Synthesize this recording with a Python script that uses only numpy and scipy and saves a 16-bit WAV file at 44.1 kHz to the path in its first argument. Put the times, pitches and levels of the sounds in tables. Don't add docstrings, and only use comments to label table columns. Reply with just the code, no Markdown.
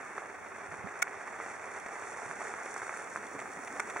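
import sys
import numpy as np
from scipy import signal
from scipy.fft import rfft, irfft
from scipy.io import wavfile

SR = 44100
rng = np.random.default_rng(int(sys.argv[2]) if len(sys.argv) > 2 else 0)


def store_wav(level_fs):
    pcm = np.round(np.clip(np.atleast_2d(level_fs), -1, 1) * 32767)
    wavfile.write(sys.argv[1], SR, pcm.T.astype(np.int16))


N = 176400
TIME = np.arange(N) / SR
FREQS = np.arange(N // 2 + 1) * SR / N


def undb(db):
    return 10 ** (np.asarray(db) / 20)


def unit(x):
    return x / np.sqrt(np.mean(x ** 2))


def curve(table, column=1):
    rows = np.array(table)
    return np.interp(TIME, rows[:, 0], rows[:, column])


def colour(x, spectrum):
    hz, db = np.array(spectrum).T
    gain = undb(np.interp(np.log(np.maximum(FREQS, 1)), np.log(hz), db))
    cepstrum = irfft(np.log(gain), N)
    cepstrum[1:N // 2] *= 2
    cepstrum[N // 2 + 1:] = 0
    return irfft(rfft(x) * np.exp(rfft(cepstrum)), N)


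def noise(spectrum, shape=N):
    return unit(colour(rng.standard_normal(shape), spectrum))


def passband(x, order, hz, kind):
    return signal.sosfilt(signal.butter(order, hz, kind, fs=SR, output="sos"), x)


def wander(per_s):
    steps = rng.standard_normal(N // 20)
    return unit(np.interp(TIME * per_s, np.arange(len(steps)), steps))


def grains(per_s, spread_db):
    size = undb(spread_db * np.minimum(rng.exponential(size=N), 4.5))
    return unit((rng.random(N) < per_s / SR) * size * rng.choice([-1, 1], N))


def pan(db):
    gains = undb(np.array([db, -db]).reshape(2, -1) / 2)
    return gains / np.sqrt(np.mean(gains ** 2, axis=0))


def from_geyser(x, lag_s=0.000032):
    left = irfft(rfft(x) * np.exp(-2j * np.pi * FREQS * lag_s), N)
    return np.array([left, x])


# (frequency [Hz], relative density [dB])
AIR_SPECTRUM = [(20, -13), (45, -22), (85, 2), (150, -5), (400, -0.5), (1000, -5.5), (2500, -13.5),
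                (8000, -30)]

def open_air(level_db=-54.5, gust_db=0.5):
    return noise(AIR_SPECTRUM, (2, N)) * undb(level_db + gust_db * wander(per_s=4.9)) * pan(-3)


# (time [s], level [dB], frequency [Hz], left minus right [dB])
LOW_THUDS = [(0.686, -50, 100, -20), (0.718, -48, 160, -16), (.784, -49, 115, -16), (.835, -47, 105, -22),
             (.839, -43, 190, -22), (.858, -48, 270, -20), (2.255, -52, 120, -20), (2.287, -54, 150, -20),
             (3.343, -49, 285, -2.5), (3.348, -56, 135, -5), (3.562, -54, 179, -1)]

def low_thuds(rise_s=0.008, noise_db=-4):
    out = np.zeros((2, N))
    for start, db, hz, pan_db in LOW_THUDS:
        age = np.maximum(TIME - start, 0)
        swing = np.sqrt(2) * np.sin(2 * np.pi * hz * age)
        band = unit(passband(rng.standard_normal(N), 3, [hz * 0.82, hz * 1.67], "band"))
        envelope = age / rise_s * np.exp(1 - age / rise_s)
        out += undb(db) * (swing + undb(noise_db) * band) * envelope * pan(pan_db)
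    return out


# (frequency [Hz], relative level [dB], time to decay by 60 dB [s])
CASE_MODES = [(825, -3, 0.055), (1457, 11, 0.027), (1780, -3, 0.022), (2224, 12.5, 0.016),
              (5660, -3, 0.0044), (6960, -1, 0.0033), (8100, -7, 0.013)]
# (frequency [Hz], relative density [dB])
CONTACT_SPECTRUM = [(300, -16), (1100, -4.5), (2000, 7.5), (3300, 2), (4400, -5), (5400, 3.5), (8500, -4.5),
                    (10000, -5), (15000, -1)]
# (time [s], level [dB], contact boost [dB], left minus right [dB], contact cutoff [Hz])
CASE_CLICKS = [(.991, -46, 3.5, -6, 14000), (1.0197, -32.5, 2.5, 4, 15000), (1.0226, -22, 0, -5, 15000),
               (1.0253, -12, -7, -22, 15000), (1.0267, -17.5, 2.5, -6, 17000), (1.0302, -31, -16, -6, 9000),
               (3.7971, -32, 0.5, -3.5, 9500), (3.8013, -20, -4, -9.5, 9500)]

def case_clicks(contact_db=4, decay_s=0.0015, low_cut_hz=750):
    t, out = np.arange(N // 20) / SR, np.zeros((2, N))
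    ring = sum(undb(db - 60 * t / t60) * np.sin(2 * np.pi * hz * t) for hz, db, t60 in CASE_MODES)
    ring /= abs(ring).max()
    crack = noise(CONTACT_SPECTRUM, (2, N)) * pan(13)
    for start, db, boost_db, pan_db, cutoff_hz in CASE_CLICKS:
        span = np.minimum(int(start * SR) + np.arange(len(t)), N - 1)
        contact = crack[:, span] * np.exp(-t / decay_s) * undb(contact_db + boost_db)
        contact = passband(contact, 2, cutoff_hz, "low")
        out[:, span] += undb(db) * (ring + contact) * pan(pan_db)
    return passband(out, 2, low_cut_hz, "high")


def gurgle(per_s=70, low_hz=170.5, high_hz=515, ring_cycles=2.6, glide=0.04):
    t, out = np.arange(N // 40) / SR, np.zeros(N + N // 40)
    for when, pitch, size in rng.random((int(per_s * N / SR), 3)):
        cycles = t * low_hz * (high_hz / low_hz) ** pitch
        age = cycles / ring_cycles
        ring = np.sin(2 * np.pi * cycles * (1 + glide * age))
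        out[int(when * N) + np.arange(len(t))] += size * age * np.exp(-2 * age) * ring
    return unit(out[:N])


# (time [s], level [dB])
RUMBLE_ENVELOPE = [(0, -62.5), (.6, -65.5), (1.6, -69), (2.3, -65), (2.9, -64.5), (3.1, -59.5),
                   (3.4, -56.5), (3.7, -55.5), (4, -56)]
# (frequency [Hz], relative density [dB])
RUMBLE_SPECTRUM = [(60, -36.5), (130, -7), (190, -3), (290, 3), (400, 0.5), (600, -27.5)]

def vent_rumble(width=0.58, gurgle_db=-1):
    stereo = rng.standard_normal(N) + width * rng.standard_normal((2, N))
    rumble = unit(colour(stereo, RUMBLE_SPECTRUM))
    return (rumble + undb(gurgle_db) * gurgle()) * undb(curve(RUMBLE_ENVELOPE))


# (time [s], slap level [dB], tick level [dB])
WATER_IMPACTS = [(1.424, -55, -49), (1.799, -41.5, -45), (2.171, -49, -48), (2.633, -55, -42),
                 (2.656, -56, -44), (2.741, -56, -39), (2.778, -53, -42), (2.974, -52, -44),
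                 (3.173, -55, -53), (3.268, -45, -47), (3.39, -50, -49), (3.401, -40, -46),
                 (3.648, -54, -44.5), (3.675, -39, -49), (3.899, -45, -42), (3.903, -45, -45)]
# (frequency [Hz], relative density [dB])
SLAP_SPECTRUM = [(300, -10), (900, -4), (2400, 13), (4000, 2), (7000, -10), (10000, -17), (15000, -42)]
TICK_SPECTRUM = [(2000, -20), (6000, 3), (9500, 2), (15000, -13)]

def water_slaps(slap_decay_s=0.0044, tick_decay_s=0.0019):
    slap, tick = np.zeros((2, N))
    for start, slap_db, tick_db in WATER_IMPACTS:
        after = TIME > start
        age = TIME[after] - start
        slap[after] += undb(slap_db) * np.exp(-age / slap_decay_s)
        tick[after] += undb(tick_db) * np.exp(-age / tick_decay_s)
    return from_geyser(slap * noise(SLAP_SPECTRUM) + tick * noise(TICK_SPECTRUM))


# (time [s], jet level [dB], spray level [dB])
ERUPTION_ENVELOPES = [(0, -43.5, -62), (.4, -46, -63.5), (.9, -44, -63), (1.2, -44, -62.5),
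                      (1.7, -43, -58.5), (2.2, -42.5, -55.5), (2.45, -41.5, -55), (2.75, -42.5, -54.5),
                      (3, -43, -54), (3.2, -44.5, -57), (3.7, -44, -58), (4, -41, -54)]
# (frequency [Hz], relative density [dB])
SPRAY_SPECTRUM = [(1000, -25), (3000, -6.5), (6000, 1), (8000, 2), (9500, -0.5), (11000, -11), (15500, -22)]
# (time [s], left minus right [dB])
SPRAY_DIRECTION = [(0, 20), (1, 4), (2, -1.5), (3, -0.5), (4, 1)]

def falling_spray(surge, surge_db=1.5, drops_db=-2.5, width=0.62):
    drops = unit(rng.standard_normal(N) + undb(drops_db) * grains(per_s=2500, spread_db=9.5))
    stereo = from_geyser(drops) + width * rng.standard_normal((2, N))
    envelope = undb(curve(ERUPTION_ENVELOPES, column=2) + surge_db * surge)
    return unit(colour(stereo, SPRAY_SPECTRUM)) * envelope * pan(curve(SPRAY_DIRECTION))


JET_PAN_DB = -2.2
# (time [s], level [dB], frequency [Hz], splatter level [dB])
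POPS_AND_PLOPS = [(0.1802, -26.5, 1250, -38), (0.221, -29.5, 900, -56), (.871, -36, 420, -39),
                  (1.0715, -27, 1450, -48), (1.079, -27.5, 1750, -44), (1.4017, -24.5, 990, -43),
                  (1.862, -33, 1310, -36), (2.0221, -32, 885, -37), (2.1734, -29, 900, -45),
                  (2.2202, -28.5, 1000, -45), (2.3125, -24.5, 1380, -57), (2.408, -28.5, 910, -42),
                  (2.5395, -22.5, 1350, -38), (2.6143, -28, 1270, -49), (2.66, -35, 435, -35),
                  (2.7636, -23, 1230, -45), (2.8199, -28.5, 1310, -47), (2.894, -22, 1470, -37.5),
                  (2.9402, -24.5, 1280, -41), (3.1602, -19, 1250, -38), (3.173, -28, 1400, -39),
                  (3.352, -33, 420, -50), (3.3915, -31.5, 895, -35.5), (3.458, -29, 1300, -48),
                  (3.798, -18.5, 1500, -42), (3.8013, -23, 1870, -46), (3.9631, -20.5, 1060, -33.5),
                  (3.9697, -24, 1640, -54)]

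def pops_and_plops(width_cycles=0.4, splatter_decay_s=0.0061):
    pulses, splatter = np.zeros((2, N))
    for start, db, hz, splatter_db in POPS_AND_PLOPS:
        age = TIME - start
        near, after = abs(age) < 0.01, age > 0
        cycles = age[near] * hz
        window = np.exp(-0.5 * (cycles / width_cycles) ** 2)
        pulses[near] += undb(db) * window * np.cos(2 * np.pi * cycles + np.pi / 4)
        splatter[after] += undb(splatter_db) * np.exp(-age[after] / splatter_decay_s)
    return from_geyser(pulses + splatter * noise(JET_SPECTRUM)) * pan(JET_PAN_DB)


# (frequency [Hz], relative density [dB])
JET_SPECTRUM = [(40, -23.5), (120, -16), (250, -10), (330, -7.5), (400, 1.5), (500, -2.5), (610, -2.5),
                (720, 0.5), (830, 0.5), (980, -2), (1300, -0.5), (1900, -2.5), (2400, -8.5), (3500, -22.5),
                (6000, -25), (11000, -35)]

def steam_jet(surge, surge_db=0.53, flutter_db=1.68, sputter_db=-2, scatter=0.42):
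    rush = rng.standard_normal(N) + undb(sputter_db) * grains(per_s=900, spread_db=3.5)
    rush = unit(rush * undb(surge_db * surge + flutter_db * wander(per_s=110)))
    stereo = from_geyser(rush) + scatter * rng.standard_normal((2, N))
    envelope = undb(curve(ERUPTION_ENVELOPES, column=1))
    return unit(colour(stereo, JET_SPECTRUM)) * envelope * pan(JET_PAN_DB)


def scene():
    surge = wander(per_s=32)
    geyser = steam_jet(surge) + falling_spray(surge) + pops_and_plops() + water_slaps() + vent_rumble()
    return geyser + open_air() + case_clicks() + low_thuds()


def limiter(x, threshold_db=-23.5, release_s=0.012):
    window = N // 1000
    rms = np.sqrt(signal.lfilter(np.ones(window) / window, 1, np.mean(x ** 2, axis=0)))
    excess = np.maximum(rms / undb(threshold_db) - 1, 0)
    fall = TIME / release_s
    held = np.exp(np.maximum.accumulate(np.log(excess + 1e-12) + fall) - fall)
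    return x / (1 + held)


# (frequency [Hz], gain [dB])
TONE_COLOUR = [(20, -6), (2200, 1.5), (2600, -1.5), (3000, -11.5), (3500, -1), (4500, -3.5), (5100, -6.5),
               (5600, 3), (10200, 0.5), (11100, -6), (12000, -38), (13700, -17), (14500, -8), (15300, -3)]
# (frequency [Hz], bandwidth [Hz])
TREBLE_NOTCHES = [(3000, 116), (4000, 790), (5000, 430)]

def record(dry, top_hz=15800):
    x = colour(dry, TONE_COLOUR)
    for hz, width_hz in TREBLE_NOTCHES:
        x = signal.lfilter(*signal.iirnotch(hz, hz / width_hz, fs=SR), x)
    steep_lowpass = signal.ellip(10, 0.2, 80, top_hz, fs=SR, output="sos")
    return signal.sosfilt(steep_lowpass, limiter(x))


dry = scene()
out = record(dry)
store_wav(out)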